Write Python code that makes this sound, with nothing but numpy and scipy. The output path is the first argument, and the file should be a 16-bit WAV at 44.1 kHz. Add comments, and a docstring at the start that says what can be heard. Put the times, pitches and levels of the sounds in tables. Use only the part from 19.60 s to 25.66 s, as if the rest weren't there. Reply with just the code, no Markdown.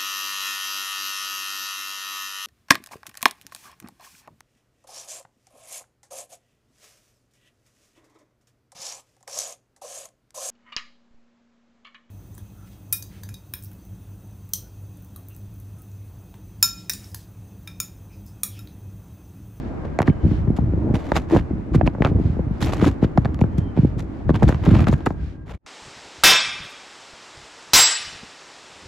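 """Outdoors on snow under a frozen crust: boots walk, heard by the two ports of a phone held above them.
Each crack sends a bending wave through the crust, treble first and bass last, so it falls like a tiny chirp.
Freed shards and chips ring as decaying tones; crumbs crunch and buried snow packs as showers of random clicks.
Coarse grains make the scuff of a sole, fine ones the swish of a leg; behind lie a rush of open air,
made of coloured noise, and thin far whistles, made of wavering tones roughened by noise."""
import sys
import numpy as np
from scipy import signal
from scipy.fft import rfft, irfft
from scipy.io import wavfile
from scipy.ndimage import uniform_filter1d, minimum_filter1d

SR = 44100
rng = np.random.default_rng(int(sys.argv[2]) if len(sys.argv) > 2 else 0)


def inscribe(sig):
    """Save sig as 16-bit PCM at rate SR to the path in sys.argv[1].

    A 1-D sig is mono; a 2-D sig holds one channel per row.
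    Samples are clipped to [-1, 1] before scaling.
    """
    pcm = np.round(np.clip(np.atleast_2d(sig).T, -1, 1) * 32767)
    wavfile.write(sys.argv[1], SR, pcm.astype(np.int16))


N = 267334
TIME = np.arange(N) / SR  # s
FREQ = np.maximum(np.fft.rfftfreq(N, 1 / SR), 1)  # Hz


def undb(db):
    """Decibels to gain."""
    return 10 ** (np.asarray(db) / 20)


def unit(x):
    """Scale to an rms of one."""
    return x / np.sqrt(np.mean(x ** 2))


def colour(points):
    """Gain at each frequency from (Hz, dB) points, falling steeply above the last."""
    hz, db = np.transpose(points)
    gain = undb(np.interp(np.log(FREQ), np.log(hz), db))
    return gain / np.maximum(FREQ / hz[-1], 1) ** 2


def bending(hz, lag, knee_hz=25):
    """Bending waves travel slower the lower they are: the delay is 100 * lag / (hz + knee_hz) seconds."""
    return np.exp(-2j * np.pi * lag * 100 * np.log(hz + knee_hz))


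def spread(mid, side, width):
    """Left and right from a shared and an opposed part."""
    return mid + width * side * np.array([[1], [-1]])


def add(out, sound, start):
    """Mix a sound in at a time in seconds."""
    i = max(int(start * SR), 0)
    out[:, i:i + sound.shape[-1]] += sound[..., :max(N - i, 0)]


def wander(rate_hz):
    """A smooth random motion that turns about rate_hz times a second; rms one."""
    size = 16384
    coarse = np.linspace(0, N / SR, size)
    smoothing = np.exp(-(np.fft.rfftfreq(size, coarse[1]) / rate_hz) ** 2)
    motion = irfft(rfft(rng.standard_normal(size)) * smoothing)
    return np.interp(TIME, coarse, unit(motion))


def flicker(rate_hz, depth_db):
    """A random gain that wavers about rate_hz times a second; rms one."""
    return unit(undb(depth_db * np.clip(wander(rate_hz), -2, 2)))


def grains(rate, scatter_db, points, lag, width):
    """Tiny fractures at random moments, of uneven size, each swept by the crust; rms one."""
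    happens = rng.random(N) < rate / SR
    size = undb(scatter_db * np.minimum(rng.exponential(size=N), 3))
    clicks = happens * size * rng.choice([-1, 1], N)
    ports = spread(clicks, clicks * rng.standard_normal(N), width)
    return unit(irfft(rfft(ports) * colour(points) * bending(FREQ, lag), N))


def burst_of_noise(size, decay_s, width):
    """Fading noise, partly different at each port, as a spectrum."""
    fade = np.exp(-np.arange(size) / SR / decay_s)
    noise = spread(*rng.standard_normal((2, size)), width)
    return rfft(noise * fade / np.sqrt(np.sum(fade ** 2)))


def crack(db, ring_hz, fall_db, thud_db, lag, rise_db=9, sole_hz=155, sole_octaves=0.65,
          splinter=0.61, splinter_s=0.0049, splinter_hz=1500, splinter_top_hz=4000,
          reach=22, width=0.58, lean=0.18, tick_db=-28):
    """One fracture: a broad ring with an overtone and a thud, swept downwards, trailed by splinters."""
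    size, lead = 4096, 256  # samples
    hz = np.maximum(np.fft.rfftfreq(size, 1 / SR), 1)
    octave = np.log2(hz / ring_hz)
    # big, buried pieces ring low and lose their treble in the snow
    ring = 2 * undb(db) / (undb(-rise_db * octave) + undb(fall_db * octave))
    ring = ring / (1 + (hz / (reach * ring_hz)) ** 2)
    # the loose piece sings briefly in its second bending mode
    ratio, sharpness, boost = 2.7, 7, 1.1
    detune = hz / (ratio * ring_hz) - ratio * ring_hz / hz
    ring = ring * (1 + boost / (1 + 1j * sharpness * detune))
    # each piece has its own shape, so its higher modes stand out unevenly
    mode_gap_hz, uneven_db = 450, 6
    knots = np.arange(0, SR / 2, mode_gap_hz)
    uneven = np.interp(hz, knots, rng.uniform(-1.2, 1, len(knots)))
    ring = ring * undb(uneven_db * uneven * np.clip(octave, 0, 1))
    thud = undb(thud_db) * np.exp(-.5 * (np.log2(hz / sole_hz) / sole_octaves) ** 2)
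    wave = (ring + thud) * SR / hz / (1 + (50 / hz) ** 4) * bending(hz, lag)
    # splinters rattle in the middle range, differently to each side; the snow muffles their top
    tail = burst_of_noise(size, splinter_s, width)
    middle = 2 / (hz / splinter_hz + splinter_hz / hz) / (1 + (hz / splinter_top_hz) ** 4)
    direct = spread(0.91, np.exp(2j * np.pi * rng.random()), lean)
    wave = wave * (direct + splinter * tail * middle)
    # thin surface pieces part with a glassy tick; thick buried ones do not
    tick_s, tick_hz, thin_hz = .0009, 7000, 550
    glassy = np.exp(-np.log2(hz / tick_hz) ** 2) / (1 + (thin_hz / ring_hz) ** 2)
    wave = wave + undb(db + tick_db) * glassy * SR / hz * burst_of_noise(size, tick_s, width)
    return np.roll(irfft(wave), lead, axis=1), lead / SR


# The loudest cracks, in the crust under the boots. Each row: start in seconds, relative level in dB,
# ring of the broken piece in Hz, fall above it in dB per octave, relative thud of the sole in dB.
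CRUST_CRACKS = [(0.251, -27, 520, 12, -53), (0.3887, -16.5, 706, 8.5, -58), (0.4031, -15, 814, 20, -17),
                (0.419, -34.5, 695, -1, -22), (0.4277, -28, 410, 3, -49), (0.4783, -20, 1280, 19, -29.5),
                (0.4801, -4, 290, 22, -28.5), (0.4835, -22, 1300, 17, -31.5), (0.4871, -21.5, 291, 25, -16),
                (0.4965, -14, 283, 21, -14), (0.646, -21, 177, 15, -16), (.661, -18, 184, 14, -18),
                (0.711, -17, 100.4, 7.5, -54), (0.809, -15, 89, 35, -50), (0.876, -13.5, 150, 10, -50),
                (0.901, -12.5, 262, 21.5, -35.5), (0.986, -13, 296, 15, -31), (1.018, -18, 170, 19, -50),
                (1.034, -18, 171, 19, -50), (1.089, -24, 190, 21, -54), (1.134, -17, 201, 10.5, -51),
                (1.3069, -15, 300, 18, -49), (1.337, -13, 235, 17, -37), (1.5182, -11.5, 866, 17.5, -24),
                (1.5639, -21, 780, 5, -26), (1.709, -22.5, 550, 13, -44), (1.7495, -12.5, 500, 12, -17.5),
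                (1.7624, -8.5, 557, 14.5, -21), (1.93, -37, 150.6, 23, -19), (2.146, -16.5, 386, 8.5, -15),
                (2.153, -25, 177, 3.5, -9), (2.2115, -19.5, 600, 16, -26), (2.237, -20, 173, 22, -51),
                (2.2747, -15, 930, 21, -12.5), (2.3495, -25, 700, 17, -33.5), (2.383, -28.5, 620, 20, -28),
                (2.4038, -12, 238, 14, -51), (2.421, -14, 790, 20, -33.5), (2.4234, -26, 1300, 10, -54),
                (2.442, -30, 1180, 14, -50), (2.4483, -13, 994, 10.5, -16.5), (2.4558, -18.5, 806, 8, -33),
                (2.4632, -15.5, 840, 15, -30.5), (2.474, -24, 680, 9, -32.5), (2.478, -29, 800, 19, -45),
                (2.513, -15, 159, 12, -41), (2.553, -16.5, 175, 15, -58), (2.566, -16, 122, 14, -48),
                (2.5969, -17, 373, 22, -41), (2.609, -14.5, 212, 22, -41), (2.647, -13.5, 137, 21, -57),
                (2.694, -16, 157, 18.5, -52), (2.727, -23.5, 250, 23.5, -55), (2.767, -23.5, 327, 21, -51),
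                (2.7923, -23.5, 399, 19, -24), (2.798, -16.5, 190, 24, -40), (2.906, -22, 183, 15, -22),
                (3.021, -18, 178, 18, -37), (3.062, -48, 890, -5, -48), (3.0253, -26, 1505, 5, -36),
                (3.093, -23, 603, 17, -32), (3.133, -24, 1100, 12, -40), (3.2133, -27, 800, 12, -29),
                (3.2234, -9.5, 292, 14, -33.5), (3.231, -15.5, 227, 16, -30.5),
                (3.2433, -17.5, 1350, 21, -22.5), (3.2762, -13.5, 277, 16, -23),
                (3.426, -9.5, 289, 18, -35), (3.443, -14.5, 194, 8, -26), (3.5753, -14.5, 638, 8, -5),
                (3.648, -28, 484, 5.5, -20), (3.6551, -26.5, 622, 5, -16), (3.745, -45.5, 440, -1, -33),
                (3.791, -31.5, 203, 3, -29), (3.813, -19.5, 508, 11, -8), (3.8386, -17.5, 317, 9.5, -16),
                (3.978, -27.5, 170.6, 18, -11.5), (4.1727, -18.5, 330, 10, -27.5),
                (4.184, -24, 332, 18, -5), (4.228, -22.5, 177, 14.5, -10), (4.247, -9, 328, 24.5, -45),
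                (4.363, -20, 171, 16, -51), (4.428, -33, 410, 16, -45), (4.655, -21.5, 120, 22, -55),
                (4.693, -10, 423, 11, -46), (4.7036, -10, 410, 15, -17), (4.7442, -29, 1110, 9, -24),
                (4.7543, -26, 1190, 10, -22), (4.7625, -29, 905, 9, -24.5), (4.823, -10.5, 492, 16, -17),
                (4.8293, -19, 694, 9.5, -11), (4.838, -14.5, 630, 15, -9), (4.865, -27, 173, 20, -12.5),
                (4.8802, -28, 1300, 5, -33), (4.8904, -12.5, 655, 11.5, -15.5), (4.904, -22, 900, 17, -33),
                (4.9164, -31, 1110, 10, -41), (4.9247, -23.5, 834, 9, -25), (4.9455, -26.5, 1080, 8, -22.5),
                (5.053, -43, 624, -2, -28), (5.0649, -18.5, 745, 12.5, -27.5), (5.072, -9, 205, 15.5, -15),
                (5.082, -9, 202, 17, -20), (5.108, -32, 170, 15, -4), (5.125, -8, 216, 35, -17),
                (5.155, -31, 436, 2.5, -8.5), (5.1535, -22.5, 860, 12, -29.5), (5.193, -24, 900, 9, -41),
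                (5.2056, -26.5, 603, 7, -12), (5.212, -12.5, 213, 31, -48.5), (5.291, -12, 219, 25, -50),
                (5.243, -28, 2910, 15, -18.5), (5.27, -16.5, 1460, 16, -14.5),
                (5.285, -34, 680, -0.5, -13.5), (5.3272, -16.5, 820, 15, -22), (5.3388, -28, 2230, 21, -17),
                (5.406, -37, 698, 5.5, -45), (5.4643, -19.5, 506, 19, -59), (5.4696, -11.5, 399, 49, -52),
                (5.505, -27, 312, 4.5, -26.5)]


def crust():
    """Single cracks: bigger pieces lag more, and a heavy drop reaches deeper snow and lags more again."""
    lag_s, lag_at_hz, lag_slope = .012, 382.4, 0.2524  # lag of a piece ringing at lag_at_hz
    sink_lag_s = 0.01804  # extra lag at a thud of 0 dB
    out = np.zeros((2, N))
    for start, db, ring_hz, fall_db, thud_db in CRUST_CRACKS:
        lag = lag_s * (lag_at_hz / ring_hz) ** lag_slope + sink_lag_s * undb(thud_db)
        sound, lead = crack(db, ring_hz, fall_db, thud_db, lag)
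        add(out, sound, start - lead)
    return out


# The sole squeaking on the crust. Each row: start in seconds, end in seconds, slips per second,
# relative level in dB, ring in Hz.
SOLE_SQUEAKS = [(1.246, 1.3, 130, -24, 335), (1.723, 1.751, 330, -15.5, 370), (3.261, 3.278, 276, -16, 320),
                (5.462, 5.471, 736, -20.5, 1500)]


def squeaks():
    """The sole slips and grips in quick runs, each slip a small crack at a slightly uneven moment."""
    out = np.zeros((2, N))
    for start, end, rate, db, ring_hz in SOLE_SQUEAKS:
        for slip in np.arange(start, end, 1 / rate):
            sound, lead = crack(db, ring_hz, fall_db=18.5, thud_db=-62.5, lag=0.00641)
            add(out, sound, slip - lead + 0.079 * rng.standard_normal() / rate)
    return out


def ping(hz, ring_s, lean=0.71):
    """A piece of ice rings, falling 60 dB in ring_s seconds, a little to one side."""
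    t = TIME[:2048]
    attack = 1 - np.exp(-2 * hz * t)
    decay = np.exp(-np.log(1000) * t / ring_s)
    ring = attack * decay * np.sin(2 * np.pi * hz * t)
    return spread(ring, ring * rng.uniform(-1, 1), lean)


# Shards that a crack sets ringing for an instant. Each row: start in seconds, pitch in Hz,
# relative level in dB, time to fall 60 dB in seconds.
RINGING_SHARDS = [(.3896, 706, -2.5, 0.014), (0.3894, 1920, -14.5, 0.008), (0.389, 4200, -25.5, 0.0053),
                  (.3894, 6800, -15, 0.0012), (0.4018, 1740, -8.5, 0.0037), (.4186, 1870, -14.5, 0.0063),
                  (.419, 744, -5.5, 0.01), (0.4272, 1740, -23, .009), (0.4772, 1840, -14.5, 0.011),
                  (.4836, 1410, -14, .008), (0.499, 2230, -26, 0.0088), (1.5192, 1600, -3, 0.0029),
                  (1.5192, 3700, -19, 0.0028), (2.2118, 670, 4, 0.011), (2.2122, 1680, -11.5, 0.0079),
                  (2.2135, 2570, -23, 0.0047), (2.2764, 1360, -9, 0.0035), (2.2757, 2500, -6.5, 0.0034),
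                  (2.2751, 3550, -25.5, 0.004), (2.4219, 1980, -3.5, 0.0037), (2.4494, 1380, -15, 0.0028),
                  (2.4553, 2450, -23, .005), (2.4638, 1160, -10.5, 0.01), (2.7917, 505, -17.5, 0.032),
                  (2.4488, 3400, -10.5, 0.0027), (3.5757, 776, 6, 0.0071), (3.5757, 1780, -14.5, 0.013),
                  (3.5757, 4150, -31, 0.0043), (3.649, 3700, -25, 0.0033), (3.656, 4400, -30, 0.0025),
                  (3.656, 710, -9.5, 0.0082), (3.8139, 2350, -15.5, .004), (3.8139, 780, -3.5, 0.0077),
                  (3.8395, 1660, -26, 0.0067), (4.8242, 820, -5, 0.017)]


def shards():
    """Each freed shard rings at its own pitch."""
    out = np.zeros((2, N))
    for start, hz, db, ring_s in RINGING_SHARDS:
        add(out, undb(db) * ping(hz, ring_s), start)
    return out


# Showers of ice crumbs around the soles. Each row: start in seconds, end in seconds,
# relative crunch in dB, relative glassy treble in dB.
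CRUMB_SHOWERS = [(0.247, 0.262, -40, -70), (0.464, 0.497, -37.5, -60.5), (0.965, 0.981, -39, -52),
                 (1.345, 1.365, -30, -46.5), (1.374, 1.577, -45, -63), (1.552, 1.583, -26, -41.5),
                 (1.703, 1.801, -33.5, -54), (2.139, 2.163, -33, -49.5), (2.263, 2.279, -35, -56.5),
                 (2.433, 2.493, -38, -60.5), (3.016, 3.051, -27, -38), (3.022, 3.193, -38, -55.5),
                 (3.126, 3.146, -33, -44), (3.198, 3.272, -32.5, -52), (3.239, 3.256, -26.5, -40),
                 (3.266, 3.288, -25.5, -43), (3.425, 3.452, -33, -55.5), (3.575, 3.584, -38, -50),
                 (3.809, 3.818, -45, -50.5), (3.979, 3.99, -41.5, -51.5), (4.166, 4.191, -38, -66),
                 (4.386, 4.409, -39.5, -50), (4.688, 4.714, -39.5, -62.5), (4.742, 4.774, -35, -55),
                 (4.779, 4.946, -43.5, -65), (4.827, 4.841, -31, -45), (4.885, 4.894, -23.5, -36),
                 (5.039, 5.135, -33.5, -58), (5.128, 5.242, -32.5, -55), (5.272, 5.299, -30, -49.5),
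                 (5.315, 5.316, -51.5, -48.5), (5.322, 5.336, -36, -43.5), (5.459, 5.469, -39, -41.5),
                 (5.876, 5.948, -43.5, -62.5)]
# Spectrum of the coarse crunch. Each row: frequency in Hz, relative level in dB.
CRUNCH_SPECTRUM = [(200, -8.5), (450, 1), (750, -1), (1500, -8), (2500, -12), (4000, -21), (7000, -36.5),
                   (12000, -46.5)]
# Spectrum of the fine, glassy grains. Each row: frequency in Hz, relative level in dB.
GLASS_SPECTRUM = [(1500, -59), (3500, 5.5), (5000, -0.5), (7000, 1), (9000, -7.5), (11500, -7),
                  (16000, -24.5)]


def crumbs(longest_edge_s=0.02, edge_share=0.37, coarse_db=-0.9, trickle_db=-11, trickle_s=0.031):
    """Showers of breaking ice grains swell and trail off as the boot sinks in or drags free."""
    crunch, glass = np.zeros(N), np.zeros(N)
    for start, end, db, treble_db in CRUMB_SHOWERS:
        centre = (start + end) / 2
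        edge_s = min(longest_edge_s, edge_share * abs(end - start))
        corners = [start - edge_s, min(start + edge_s, centre), centre, max(end - edge_s, centre), end + edge_s]
        shower = np.interp(TIME, corners, [0.0041, 1.5, 1.8, 1.21, 0.0016])
        # loosened crumbs trickle on after each shower
        trickle = undb(trickle_db) * np.exp(-np.maximum(TIME - end, 0) / trickle_s)
        shower = np.maximum(shower, (TIME > centre) * trickle)
        crunch += (shower * undb(db)) ** 2
        glass += (shower * undb(treble_db)) ** 2
    coarse = grains(rate=1900, scatter_db=2.0, points=CRUNCH_SPECTRUM, lag=0.004996, width=0.35)
    fine = grains(rate=9700, scatter_db=6.0, points=GLASS_SPECTRUM, lag=0.00303, width=0.56)
    # one breaking grain overloads its neighbours, so they go in little avalanches
    avalanches = flicker(rate_hz=140, depth_db=3.3)
    return avalanches * (undb(coarse_db) * np.sqrt(crunch) * coarse + np.sqrt(glass) * fine)


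def chips(chips_per_s=110, chip_db=7.5, chip_hz=2020, ring_s=0.0035):
    """Bigger chips snap at uneven moments in each shower; the smaller ones ring higher, shorter and softer."""
    scatter_db, scatter_octaves, fall_db_per_octave = 7, 1.4, 5  # scatter is the most either way
    out = np.zeros((2, N))
    for start, end, db, _ in CRUMB_SHOWERS:
        count = max(round((end - start) * chips_per_s), 1)
        for moment, size, pitch in rng.uniform(-1, 1, (count, 3)):
            octave = scatter_octaves * pitch
            peak_db = db + chip_db + scatter_db * size - fall_db_per_octave * octave
            sound = ping(chip_hz * 2 ** octave, ring_s / 2 ** (octave / 2))
            add(out, undb(peak_db) * sound, (start + end + moment * (end - start)) / 2)
    return out


# A boot bearing down on the snow. Each row: start in seconds, end in seconds,
# level of the deep thuds in dB, level of the creak in dB.
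BOOT_PRESSES = [(0.632, 0.74, -18.5, -28.5), (0.762, 0.933, -20, -32), (0.995, 1.214, -21, -31),
                (1.227, 1.368, -25, -26.5), (1.523, 1.593, -23.5, -32.5), (1.748, 1.798, -18, -26),
                (1.905, 1.997, -23.5, -31), (2.114, 2.273, -18.5, -26.5), (2.41, 2.682, -22, -29),
                (2.718, 2.931, -25.5, -36), (3.018, 3.307, -21.5, -27), (3.552, 4.098, -27, -33),
                (4.156, 4.436, -24.5, -47), (4.65, 4.78, -20, -30), (4.808, 4.883, -12, -27),
                (4.925, 5.041, -23.5, -45), (5.068, 5.231, -16, -23), (5.276, 5.339, -18, -29.5),
                (5.48, 5.716, -27.5, -57), (5.746, 5.946, -35.5, -57)]
# Spectrum of the deep thuds. Each row: frequency in Hz, relative level in dB.
THUD_SPECTRUM = [(20, -34), (35, -13.5), (55, 5.5), (75, 5.5), (130, -1.5), (200, -7.5), (300, -25.5),
                 (600, -62)]
# Spectrum of the creak. Each row: frequency in Hz, relative level in dB.
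CREAK_SPECTRUM = [(120, -25), (220, 1.5), (320, 5.5), (450, -15), (700, -19), (1200, -40), (3000, -66)]


def packing(attack_s=0.0059, release_s=0.032):
    """Buried layers give way in many small, muffled steps while the weight comes on, holds and lifts."""
    # the snow keeps settling between presses, then the settling dies away
    fade_start_s, fade_db_per_s = 5.43, 30
    standing = undb(-fade_db_per_s * np.maximum(TIME - fade_start_s, 0))
    thud, creak = standing * undb(-32.5), standing * undb(-38)
    for start, end, thud_db, creak_db in BOOT_PRESSES:
        load = np.clip((TIME - start) / attack_s, 0, 1)
        weight = load * np.exp(-np.maximum(TIME - end, 0) / release_s)
        thud = np.maximum(thud, weight * undb(thud_db))
        creak = np.maximum(creak, weight * undb(creak_db))
    thuds = grains(rate=400, scatter_db=1.5, points=THUD_SPECTRUM, lag=.014, width=0.21)
    creaks = grains(rate=260, scatter_db=5.5, points=CREAK_SPECTRUM, lag=.016, width=0.15)
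    # the snow holds and yields in turn
    lumps = flicker(rate_hz=16, depth_db=2.5)
    return thuds * thud + creaks * creak * lumps


def small_cracks(cracks_per_s=14, above_creak_db=4, typical_hz=282, scatter_db=1.5, scatter_octaves=0.35):
    """Buried bits of crust snap at uneven moments during each press, louder as it creaks more."""
    out = np.zeros((2, N))
    for start, end, _, creak_db in BOOT_PRESSES:
        count = max(round((end - start) * cracks_per_s), 1)
        moments = start + (end - start) * (np.arange(count) + rng.random(count)) / count
        for moment, (size, pitch) in zip(moments, rng.standard_normal((count, 2))):
            db = creak_db + above_creak_db + scatter_db * size
            ring_hz = typical_hz * 2 ** (scatter_octaves * pitch)
            sound, lead = crack(db, ring_hz, fall_db=26.0, thud_db=-37.0, lag=.016)
            add(out, sound, moment - lead)
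    return out


def rubbing(strokes, points, rate, scatter_db, width):
    """Friction of many tiny grains swells and fades with each stroke."""
    swing = np.zeros(N)
    for start, end, db in strokes:
        swing += undb(db) * np.sin(np.pi * np.clip((TIME - start) / (end - start), 0, 1))
    return swing * grains(rate=rate, scatter_db=scatter_db, points=points, lag=0, width=width)


# A sole scuffing through loose snow. Each row: start in seconds, end in seconds, level at mid-stroke in dB.
SOLE_SCUFFS = [(-.05, .36, -44), (1.14, 1.45, -39), (1.36, 1.56, -41.5), (2.48, 2.64, -41),
               (4.52, 4.72, -46.5)]
# Spectrum of a scuff. Each row: frequency in Hz, relative level in dB.
SCUFF_SPECTRUM = [(250, -21), (450, -1), (600, 4), (800, 0.5), (1100, -14), (1800, -25), (3000, -44.5)]


def scuffs():
    """A sole drags through loose snow: coarse, sparse grains."""
    return rubbing(SOLE_SCUFFS, SCUFF_SPECTRUM, rate=700, scatter_db=3.0, width=.4)


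# Soft swishes as a leg swings through, probably trouser cloth. Each row: start in seconds,
# end in seconds, level at mid-stroke in dB.
LEG_SWISHES = [(-.12, .14, -54.5), (0.6, 0.842, -49), (2.56, 2.783, -52), (2.9, 3.035, -56.5),
               (4.128, 4.337, -52.5), (4.468, 4.682, -59.5), (4.904, 5.08, -52), (5.337, 5.5, -57),
               (5.55, 5.777, -53.5)]
# Spectrum of a swish. Each row: frequency in Hz, relative level in dB.
SWISH_SPECTRUM = [(600, -16.5), (1500, 4.5), (2500, 0), (4500, -7.5), (7000, -16.5), (9000, -23.5),
                  (12000, -31.5)]


def swishes():
    """Cloth rubs as a leg swings: fine, dense grains."""
    return rubbing(LEG_SWISHES, SWISH_SPECTRUM, rate=15000, scatter_db=5.0, width=.79)


# Open air all around, dying away towards the end. Each row: time in seconds, level in dB.
AIR_LEVEL = [(0, -32), (1.2, -33.5), (1.9, -34.5), (2.65, -33.5), (4.05, -33), (4.55, -36), (5.35, -32),
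             (5.8, -45.5), (5.95, -50), (6.06, -44.5)]
# Spectrum of the air. Each row: frequency in Hz, relative level in dB.
AIR_SPECTRUM = [(20, 12), (60, 9.5), (300, 10), (480, 1.5), (780, -3), (1200, -8.5), (2200, -18),
                (3200, -30), (5000, -36), (7500, -41.5), (9500, -49.5), (16000, -58)]


def air(width=0.92):
    """The soft rush of the open air: coloured noise, wavering a little."""
    noise = spread(*rng.standard_normal((2, N)), width)
    rush = unit(irfft(rfft(noise) * colour(AIR_SPECTRUM), N))
    rush = rush * flicker(rate_hz=13.0, depth_db=-0.8)
    return rush * undb(np.interp(TIME, *np.transpose(AIR_LEVEL)))


# Thin whistles far off, perhaps birds. Each row: start in seconds, end in seconds, pitch in Hz,
# arch of the pitch in Hz, relative level in dB.
FAR_WHISTLES = [(.36, .88, 3070, 20, -67), (.47, .76, 2985, 15, -66), (3.895, 4.17, 3075, 55, -62),
                (4.08, 4.32, 2920, 40, -70), (0, .16, 1600, 0, -59), (.2, .73, 1603, 4, -56.5),
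                (5.28, 5.48, 1612, 0, -54), (5.46, 5.69, 1612, 0, -60), (5.73, 5.86, 1608, 0, -62.5)]


def whistles(waver=.004, flutter_db=3, rough=.75):
    """Thin far whistles, steady or arched, rough and wavering in pitch and strength on their way."""
    out = np.zeros(N)
    drift, flutter = wander(rate_hz=60), flicker(rate_hz=25, depth_db=flutter_db)
    for start, end, hz, arch_hz, db in FAR_WHISTLES:
        on = (TIME > start) & (TIME < end)
        arch = np.sin(np.pi * (TIME[on] - start) / (end - start))
        # higher whistles waver more
        pitch = (hz + arch_hz * arch) * (1 + waver * (hz / 2000) ** 2 * drift[on])
        phase = 2 * np.pi * np.cumsum(pitch) / SR
        # a narrow band of noise around the pitch roughens the tone
        band = wander(rate_hz=14 * (hz / 1000) ** 2)[on]
        tone = np.sqrt(1 - rough ** 2) * np.sin(phase) + rough * band * np.cos(phase)
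        out[on] += undb(db) * np.sqrt(2 * arch) * flutter[on] * tone
    return out


def scene():
    """Snow swallows all echoes, so everything arrives dry."""
    ice = crust() + squeaks() + shards() + crumbs() + chips()
    snow = packing() + small_cracks()
    return ice + snow + scuffs() + swishes() + air() + whistles()


# The two microphone ports of the phone. Each row: frequency in Hz, phase of left ahead of right in radians.
PORT_PHASE_LEAD = [(0, 0), (7000, -.1), (9100, -3.14), (11300, -6.3), (13500, -9.4), (16400, -13.5)]
# The whole sound drops out near the end and starts to creep back. Each row: time in seconds, gain in dB.
LEVEL_DROPOUT = [(5.95, 0), (5.976, -5), (5.982, -40), (6.02, -28), (6.06, -9)]


def record(dry):
    """The two ports part in phase in the treble; the phone limits the peaks and cuts the top."""
    turn = np.exp(.5j * np.interp(FREQ, *np.transpose(PORT_PHASE_LEAD)))
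    ports = irfft(rfft(dry) * np.array([turn, 1 / turn]), N)
    # a fast limiter holds the loudest swings under the ceiling
    ceiling, top_hz = .72, 16200
    gain = np.minimum(1, ceiling / (np.abs(ports).max(axis=0) + 1e-9))
    gain = uniform_filter1d(minimum_filter1d(gain, size=120), size=120)
    level = undb(np.interp(TIME, *np.transpose(LEVEL_DROPOUT)))
    lowpass = signal.ellip(8, .2, 70, top_hz, fs=SR, output="sos")
    return signal.sosfilt(lowpass, ports * gain * level)


dry = scene()
out = record(dry)
inscribe(out)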